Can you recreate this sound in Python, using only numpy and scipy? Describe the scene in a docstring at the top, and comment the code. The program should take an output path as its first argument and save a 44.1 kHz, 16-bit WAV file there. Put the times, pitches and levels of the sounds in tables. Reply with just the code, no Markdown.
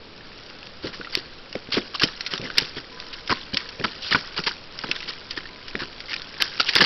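"""Wet slurry rustles and drips over a steady hiss; then a stag heaves itself out of a mud wallow and
rakes it with antlers and forelegs. Trapped air resonates: swarms of tiny bubbles squelch, single
pockets pop, and legs thud into gulping holes. Ground and trunks scatter the sound of the mud, and
something rings faintly far off, perhaps a cowbell."""
import sys
import numpy as np
from scipy import signal
from scipy.fft import rfft, irfft, next_fast_len
from scipy.io import wavfile

SR = 44100
rng = np.random.default_rng(int(sys.argv[2]) if len(sys.argv) > 2 else 0)


def unload_wav(signal):
    """Save mono or channel-first audio to the path in sys.argv[1] as 16-bit WAV at rate SR, clipped to [-1, 1]."""
    wavfile.write(
        sys.argv[1],
        SR,
        np.round(np.clip(np.atleast_2d(signal).T, -1, 1) * 32767).astype(np.int16),
    )


N = 302085
TIME = np.arange(N) / SR


def undb(db):
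    """Amplitude ratio of a level in decibels."""
    return 10 ** (np.asarray(db) / 20)


def unit(x):
    """Normalisation to an rms of 1."""
    return x / np.sqrt(np.mean(x ** 2) + 1e-18)


def add(out, start, sound):
    """Superposition: a sound joins the mix at start seconds."""
    i = min(max(int(start * SR), 0), len(out))
    out[i:i + len(sound)] += sound[:len(out) - i]


def colour(x, points):
    """Minimum-phase filtering through points of (frequency [Hz], gain [dB])."""
    size = 2 * next_fast_len(len(x) // 2 + 2048)
    hz, db = np.transpose(points)
    bin_hz = np.arange(size // 2 + 1) * SR / size
    gain = undb(np.interp(np.log(bin_hz + 1), np.log(hz), db))
    cepstrum = irfft(np.log(gain))
    cepstrum[1:size // 2] *= 2  # folding onto positive time makes the filter causal
    cepstrum[size // 2 + 1:] = 0
    return irfft(rfft(x, size) * np.exp(rfft(cepstrum)))[:len(x)]


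def fade(t, t60):
    """Exponential damping, 60 dB down after t60 seconds."""
    return np.exp(-np.log(1000) * t / max(t60, 1e-4))


def linger(x, t60):
    """Leaky integration of power: a running rms that dies away in t60 seconds."""
    retained = fade(2 / SR, t60)
    return np.sqrt(signal.lfilter([1 - retained], [1, -retained], x ** 2 + 1e-18))


def bubble(t, hz, t60, glide):
    """Damped resonance of a cavity, whose pitch rises as it opens."""
    return np.sin(2 * np.pi * hz * t * (1 + glide * np.minimum(t / t60, 1) / 2)) * fade(t, t60)


def swarm(per_second, low_hz, high_hz, cycles, spread_db):
    """Incoherent sum of tiny bubbles bursting at random: most weak, a few strong."""
    out = np.zeros(N)
    draws = np.random.default_rng(rng.integers(2 ** 31)).random((int(per_second * N / SR) + 2, 4))
    for when, pitch, life, rank in draws:
        hz = low_hz * (high_hz / low_hz) ** pitch
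        t60 = cycles * 2 ** (2 * life - 1) / hz
        gain = undb(-spread_db * np.log(rank + 0.0069)) * np.sqrt(hz / t60)
        polarity = (-1) ** int(when * N)
        t = np.arange(int(t60 * SR) + 2) / SR
        add(out, when * N / SR, polarity * gain * bubble(t, hz, t60, glide=0.058))
    return unit(out)


def hiss(level_db=-43):
    """Stationary filtered noise: a steady distant rush and hiss."""
    # noise spectrum: (frequency [Hz], relative density [dB])
    hiss_spectrum = [(20, 8.5), (30, -10), (60, -5), (130, -6), (250, -5.5), (400, -7), (520, -6),
                     (720, -12.5), (900, -13), (1300, -12), (1650, -15.5), (2300, -15), (5000, -16),
                     (6000, -27)]
    return undb(level_db) * unit(colour(rng.standard_normal(N), hiss_spectrum))


def slurry_flow(strokes, stir_db=-4, creep_db=-19.5, fallback_db=-12.5):
    """Independent motions add in power: stirring, creep before a stroke and mud falling back after."""
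    # stirring between the strokes: (time [s], level [dB])
    stirring = [(0.0, -48.5), (0.42, -40), (0.88, -47.5), (1.05, -40), (1.35, -45.5), (2.56, -37.5),
                (2.84, -43), (3.13, -37.5), (3.24, -41.5), (4.31, -36), (4.54, -49.5), (4.77, -36),
                (4.92, -35.5), (5.47, -42), (6.05, -38.5), (6.68, -33.5), (6.81, -28), (6.85, -11)]
    stirred = undb(np.interp(TIME, *np.transpose(stirring)) + stir_db)
    throw_power = 0.82  # a harder stroke moves more mud, but less than in proportion
    creep = undb(creep_db) * linger(strokes[::-1], t60=0.13)[::-1] ** throw_power
    fallback = undb(fallback_db) * linger(strokes, t60=0.37) ** throw_power
    return np.sqrt(stirred ** 2 + creep ** 2 + fallback ** 2)


def slurry(flow, gain_db=-3, wash_db=-5):
    """Overlapping bubble resonances and noise merge into a rustle proportional to the flow."""
    # timbre of moving slurry: (frequency [Hz], gain [dB])
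    slurry_spectrum = [(80, -34.5), (400, 1), (750, -6), (1100, -3.5), (1550, 3), (2300, -2.5), (3100, 3),
                       (3800, 0.5), (4700, 3.5), (6000, -4.5)]
    drops = swarm(per_second=1800, low_hz=700, high_hz=6000, cycles=30, spread_db=3)
    wash = undb(wash_db) * rng.standard_normal(N)
    return unit(colour(drops + wash, slurry_spectrum)) * flow * undb(gain_db)


def pops(pockets, rise_s=0.00047):
    """Impulsive excitation: air pockets tear open and ring; small ones splatter, large ones plop."""
    out, t = np.zeros(N), np.arange(SR // 16) / SR
    for start, db, hz, t60 in pockets:
        band = signal.butter(3, [min(hz * .6, 1700), min(hz * 2.2, 6000)], "band", fs=SR, output="sos")
        splat = unit(signal.sosfilt(band, rng.standard_normal(len(t))))
        decay = fade(t, t60)
        droplets = (hz / 3000) ** 1.5 * splat * decay
        pop = (bubble(t, hz * .97, t60, glide=.16) + droplets) * np.minimum(t / rise_s, 1)
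        # the energy released grows with the level and the length of the ring
        add(out, start, undb(db) * unit(pop) * np.std(decay) / 2)
    return out


def drips(flow, count=150, above_flow_db=12.5, spread_db=2.5, centre_hz=2610, octaves=.45, t60=0.015):
    """Brief resonances of drops and small pockets tick at random, louder when more slurry moves."""
    times = (np.arange(count) + rng.random(count)) * N / SR / count
    strength, pitch = np.clip(rng.standard_normal((count, 2)), -2, 2).T
    db = 20 * np.log10(np.interp(times, TIME, flow)) + above_flow_db + spread_db * strength
    hz = centre_hz * 2 ** (octaves * pitch)
    return pops(zip(times, db, hz, np.full(count, t60)))


def forest(x, ground_t60=0.36, trunks_t60=0.62, echo_db=-14):
    """Scattering by ground and trunks: a filtered copy of the sound with a thin reverberant tail."""
    # response of the scattering paths: (frequency [Hz], gain [dB])
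    scatter_spectrum = [(60, -7.5), (400, -2.5), (750, -13.5), (1500, -10.5), (3000, -21), (5000, -6.5)]
    out, t = x.copy(), np.arange(SR) / SR
    block = SR // 8
    # every splash happens at another spot, so each block's echoes take other paths
    for i in range(0, N, block):
        near, far = rng.standard_normal((2, SR))
        ground = unit(near * fade(t, ground_t60) * (t > .003))
        trunks = unit(far * fade(t, trunks_t60) * np.minimum(t / 0.015, 1))
        echo = undb(echo_db) * (ground + trunks) / np.sqrt(SR)
        add(out, i / SR, signal.fftconvolve(x[i:i + block], echo))
    return colour(out, scatter_spectrum)


def air_pockets():
    """Cavity resonance: the loudest pockets of trapped air burst one by one."""
    # bursts: (time [s], level [dB], nominal pitch [Hz], t60 [s])
    bursts = [(0.4987, -26.5, 2720, .013), (0.629, -22.5, 2700, 0.01), (0.67, -21, 2700, 0.0057),
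              (0.8693, -21, 4030, 0.015), (1.0113, -22.5, 1490, 0.035), (1.0466, -23, 1950, 0.03),
              (1.071, -24.5, 1370, 0.037), (1.1519, -1, 4600, 0.0083), (1.1733, -19.5, 3080, 0.028),
              (1.5273, -21, 2870, 0.021), (1.5541, -16, 2210, 0.0098), (1.7416, -12.5, 3470, 0.017),
              (1.9968, -12.5, 2760, 0.043), (2.0337, -3, 3070, 0.05), (2.207, -13, 4300, 0.026),
              (2.263, -14, 4310, 0.052), (2.3367, -7, 3000, 0.0078), (2.3777, -14.5, 3730, 0.015),
              (2.5013, -16.5, 1545, 0.018), (2.5816, 1, 4830, 0.028), (3.0004, -14.5, 3550, 0.0064),
              (3.2756, -17.5, 5000, 0.028), (3.544, -9.5, 3260, 0.011), (3.5702, -4.5, 4440, .024),
              (3.689, -21.5, 4330, 0.035), (3.798, -21, 2430, .02), (3.8442, -3, 2100, 0.003),
              (4.1259, -3.5, 1770, 0.01), (4.1468, -4, 1488, .039), (4.4376, -17.5, 4840, 0.04),
              (4.491, -17.5, 3100, 0.032), (4.789, -15, 2970, 0.011), (4.9134, -5, 2630, 0.022),
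              (4.96, -21, 3560, 0.054), (5.004, -21, 2660, 0.034), (5.028, -20.5, 2020, 0.017),
              (5.308, -15.5, 4820, 0.04), (5.3744, -15, 1820, 0.028), (5.4548, -24.5, 1840, 0.045),
              (5.6807, -21.5, 2930, 0.037), (5.7535, -8, 1880, 0.0083), (6.0033, -19.5, 3420, 0.02),
              (6.1318, -9, 2780, .004), (6.1393, -13, 2470, 0.019), (6.163, -14, 2420, 0.011),
              (6.2183, -20, 4660, 0.018), (6.4219, 6.5, 3030, 0.004), (6.611, -7.5, 4670, 0.016),
              (6.6895, -5, 4380, 0.033), (6.734, -14, 2820, 0.036), (6.7537, 3.5, 3300, 0.0071),
              (6.841, -5, 2020, 0.0098)]
    return pops(bursts)


def squelches(gain_db=-1, hollow_q=4.0, bypass_db=-7):
    """Stick-slip flow: pressure under a leg or antler forces air and water through the mud in jerks."""
    # mud pressed or torn: (time [s], duration [s], level [dB], relative spray [dB], hollow [Hz])
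    presses = [(0.828, 0.073, -42.5, 4, 1420), (0.928, .032, -42, 2, 1650), (1.128, .032, -40.5, 3, 1820),
               (1.716, 0.042, -33.5, 8, 1900), (1.757, 0.033, -29, -2.5, 2230),
               (1.943, 0.019, -33, 4, 1180), (2.011, 0.031, -25.5, 0.5, 1400),
               (2.306, 0.065, -36, -0.5, 1630), (2.431, 0.05, -37.5, -2, 1850),
               (2.571, 0.022, -30, 3, 2000), (2.76, 0.036, -38.5, 1.5, 1840), (3.128, 0.02, -44, 10, 1840),
               (3.294, 0.037, -21.5, -6, 1250), (3.533, 0.024, -46, 13.5, 2200),
               (3.839, 0.017, -22.5, -4.5, 1420), (4.016, 0.093, -46.5, 13, 1600),
               (4.108, 0.034, -27, 3.5, 1990), (4.146, .016, -20.5, -9, 1570),
               (4.362, 0.043, -31.5, 2.5, 1600), (4.464, 0.021, -24.5, 1.5, 1600),
               (4.837, 0.012, -29, -7, 1410), (5.075, 0.0367, -38, 6, 1770), (5.363, 0.027, -38, 2, 1820),
               (5.791, 0.054, -34.5, -2, 1540), (6.082, 0.074, -37, 0.5, 2020),
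               (6.4, 0.0293, -27.5, 0.5, 1590), (6.598, 0.0085, -18.5, 2.5, 1330),
               (6.661, 0.059, -38.5, 10, 2100), (6.757, 0.011, -18, 2, 1710),
               (6.771, 0.029, -26.5, 4, 1740), (6.805, 0.0247, -16.5, 0.5, 1580)]
    # timbre of the coarse bubbles: (frequency [Hz], gain [dB])
    body_spectrum = [(80, -13), (300, 1), (700, -11), (1000, -4), (1450, -4.5), (2100, -3), (3000, -14.5),
                     (5000, -27.5)]
    # timbre of the fine spray: (frequency [Hz], gain [dB])
    spray_spectrum = [(900, -32), (1900, -17.5), (2900, 5.5), (3800, 1), (4700, 5), (6000, -8.5)]
    coarse = swarm(per_second=1900, low_hz=400, high_hz=3500, cycles=22, spread_db=2.7)
    fine = swarm(per_second=3200, low_hz=1800, high_hz=6500, cycles=24, spread_db=3)
    body, spray = colour(coarse, body_spectrum), colour(fine, spray_spectrum)
    slip_times = np.linspace(0, N / SR, N // 150)  # a few milliseconds apart
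    slips = undb(1.8 * np.interp(TIME, slip_times, rng.standard_normal(len(slip_times))))
    out = np.zeros(N)
    for start, length, db, spray_db, hollow_hz in presses:
        span = slice(int(start * SR), min(int((start + length) * SR) + SR // 600, N))
        progress = np.linspace(0, 1, span.stop - span.start)
        push = slips[span] * np.interp(progress, [0, .05, .5, .85, 1], [0, .65, 1, .6, 0])
        # the hollow in the mud gives each squelch a formant, which falls as the hollow widens
        formant = signal.lfilter(*signal.iirpeak(hollow_hz, hollow_q, fs=SR), body[span])
        vowel = formant + undb(bypass_db) * body[span]
        falling = np.interp(progress * (1 + .14 * (1 - progress)), progress, vowel)
        squelch = unit(push * falling) + undb(spray_db) * unit(push * spray[span])
        add(out, start, undb(db + gain_db) * squelch)
    return out


def thuds(rise_s=0.0016, gulp_db=-4.5, slosh_db=-6, ground_db=2, ground_hz=130):
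    """Impact and cavity resonance: a leg plunges, its hole gulps, mud sloshes, soft ground thumps."""
    # legs and body plunging: (time [s], level [dB], cavity [Hz], thump level [dB], slosh t60 [s])
    plunges = [(0.843, -20, 256, -34, 0.18), (0.998, -22.5, 299, -41, 0.075), (1.172, -18, 340, -45, 0.027),
               (1.552, -13.5, 530, -48, 0.056), (1.688, -23, 248, -47, .04), (1.74, -24, 497, -41, 0.051),
               (1.769, -10, 409, -36, 0.1), (2.034, -11, 268, -31, 0.091), (2.335, -24, 362, -42, 0.1),
               (2.397, -25.5, 210, -34, 0.15), (2.425, -25, 280, -31.5, 0.28),
               (2.581, -25, 328, -44, 0.097), (2.62, -25, 306, -34.5, 0.074), (2.766, -24, 416, -38, .12),
               (3.303, -21.5, 287, -28, 0.18), (3.535, -19.5, 205, -33, 0.077),
               (3.794, -20.5, 450, -34.5, 0.21), (3.844, -19.5, 210, -44.5, 0.12),
               (4.117, -24, 190, -41.5, 0.092), (4.146, -16.5, 199, -31.5, 0.14),
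               (4.39, -23.5, 420, -30.5, .1), (4.469, -18, 380, -45, 0.035), (4.842, -23, 250, -59, 0.099),
               (4.891, -22.5, 330, -58, 0.079), (5.375, -28, 278, -44, .05), (5.75, -19, 300, -35.5, 0.11),
               (5.819, -22, 303, -38, 0.093), (6.597, -26, 266, -48, 0.037), (6.756, -22, 320, -31, 0.092),
               (6.796, -12, 350, -41, 0.077), (6.815, -8, 333, -43, 0.076)]
    gulp_t60, gulp_gap_s, pitch_ratio = 0.029, .015, .86
    out, t = np.zeros(N), np.arange(SR // 7) / SR
    slosh_band = signal.butter(3, [120, 520], "band", fs=SR, output="sos")
    attack = np.minimum(t / rise_s, 1)
    for start, db, hz, thump_db, slosh_t60 in plunges:
        gain = undb(db + gulp_db)
        slosh = unit(signal.sosfilt(slosh_band, rng.standard_normal(len(t)))) * fade(t, slosh_t60)
        gulp = bubble(t, hz, gulp_t60, glide=0.08) + undb(slosh_db) * slosh
        thump = bubble(t, ground_hz * np.exp(0.1 * rng.standard_normal()), t60=0.062, glide=0)
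        add(out, start, (gain * gulp + undb(thump_db + ground_db) * thump) * attack)
        for k in (1, 2):  # each further gulp is lower in pitch and fades with the slosh
            delay = gulp_gap_s * (k + rng.uniform(-.25, .25))
            after_gulp = bubble(t, hz * pitch_ratio ** k, gulp_t60, glide=.12) * attack
            add(out, start + delay, gain * fade(delay, slosh_t60) * after_gulp)
    return out


def far_bell(rise_s=0.0052):
    """Modal vibration: a few soft strokes ring out, their attack blurred by distance."""
    # strokes of the bell: (time [s], level [dB])
    strikes = [(2.915, -52.5), (3.541, -53.5), (4.833, -55), (5.488, -56.5)]
    # its modes: (frequency [Hz], relative level [dB], t60 [s])
    bell_modes = [(463, 4, 1.6), (1004, 6, 1.75), (1000, -21.5, 1.0), (1640, -25, .7)]
    ring = sum(undb(db) * np.sin(2 * np.pi * hz * TIME) * fade(TIME, t60) for hz, db, t60 in bell_modes)
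    out = np.zeros(N)
    for start, db in strikes:
        add(out, start, undb(db) * ring * np.minimum(TIME / rise_s, 1))
    return out


def scene():
    """Superposition, in mono, of the wallow, its scattered sound, the bell and the hiss."""
    strokes = squelches() + air_pockets()
    flow = slurry_flow(strokes)
    mud = strokes + thuds() + slurry(flow) + drips(flow)
    return (mud + forest(mud) + far_bell() + hiss())[None]


def record(dry, ceiling=0.78, mic_top_hz=5510, cutoff_hz=16400):
    """Band limiting and soft saturation: a narrow-band recorder flattens the loudest peaks."""
    mic_lowpass = signal.cheby1(10, .2, mic_top_hz, fs=SR, output="sos")
    output_lowpass = signal.ellip(8, .2, 70, cutoff_hz, fs=SR, output="sos")
    narrow = signal.sosfilt(mic_lowpass, dry)
    clipped = narrow / (1 + (narrow / ceiling) ** 10) ** .1
    return signal.sosfilt(output_lowpass, clipped)


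dry = scene()
out = record(dry)
unload_wav(out)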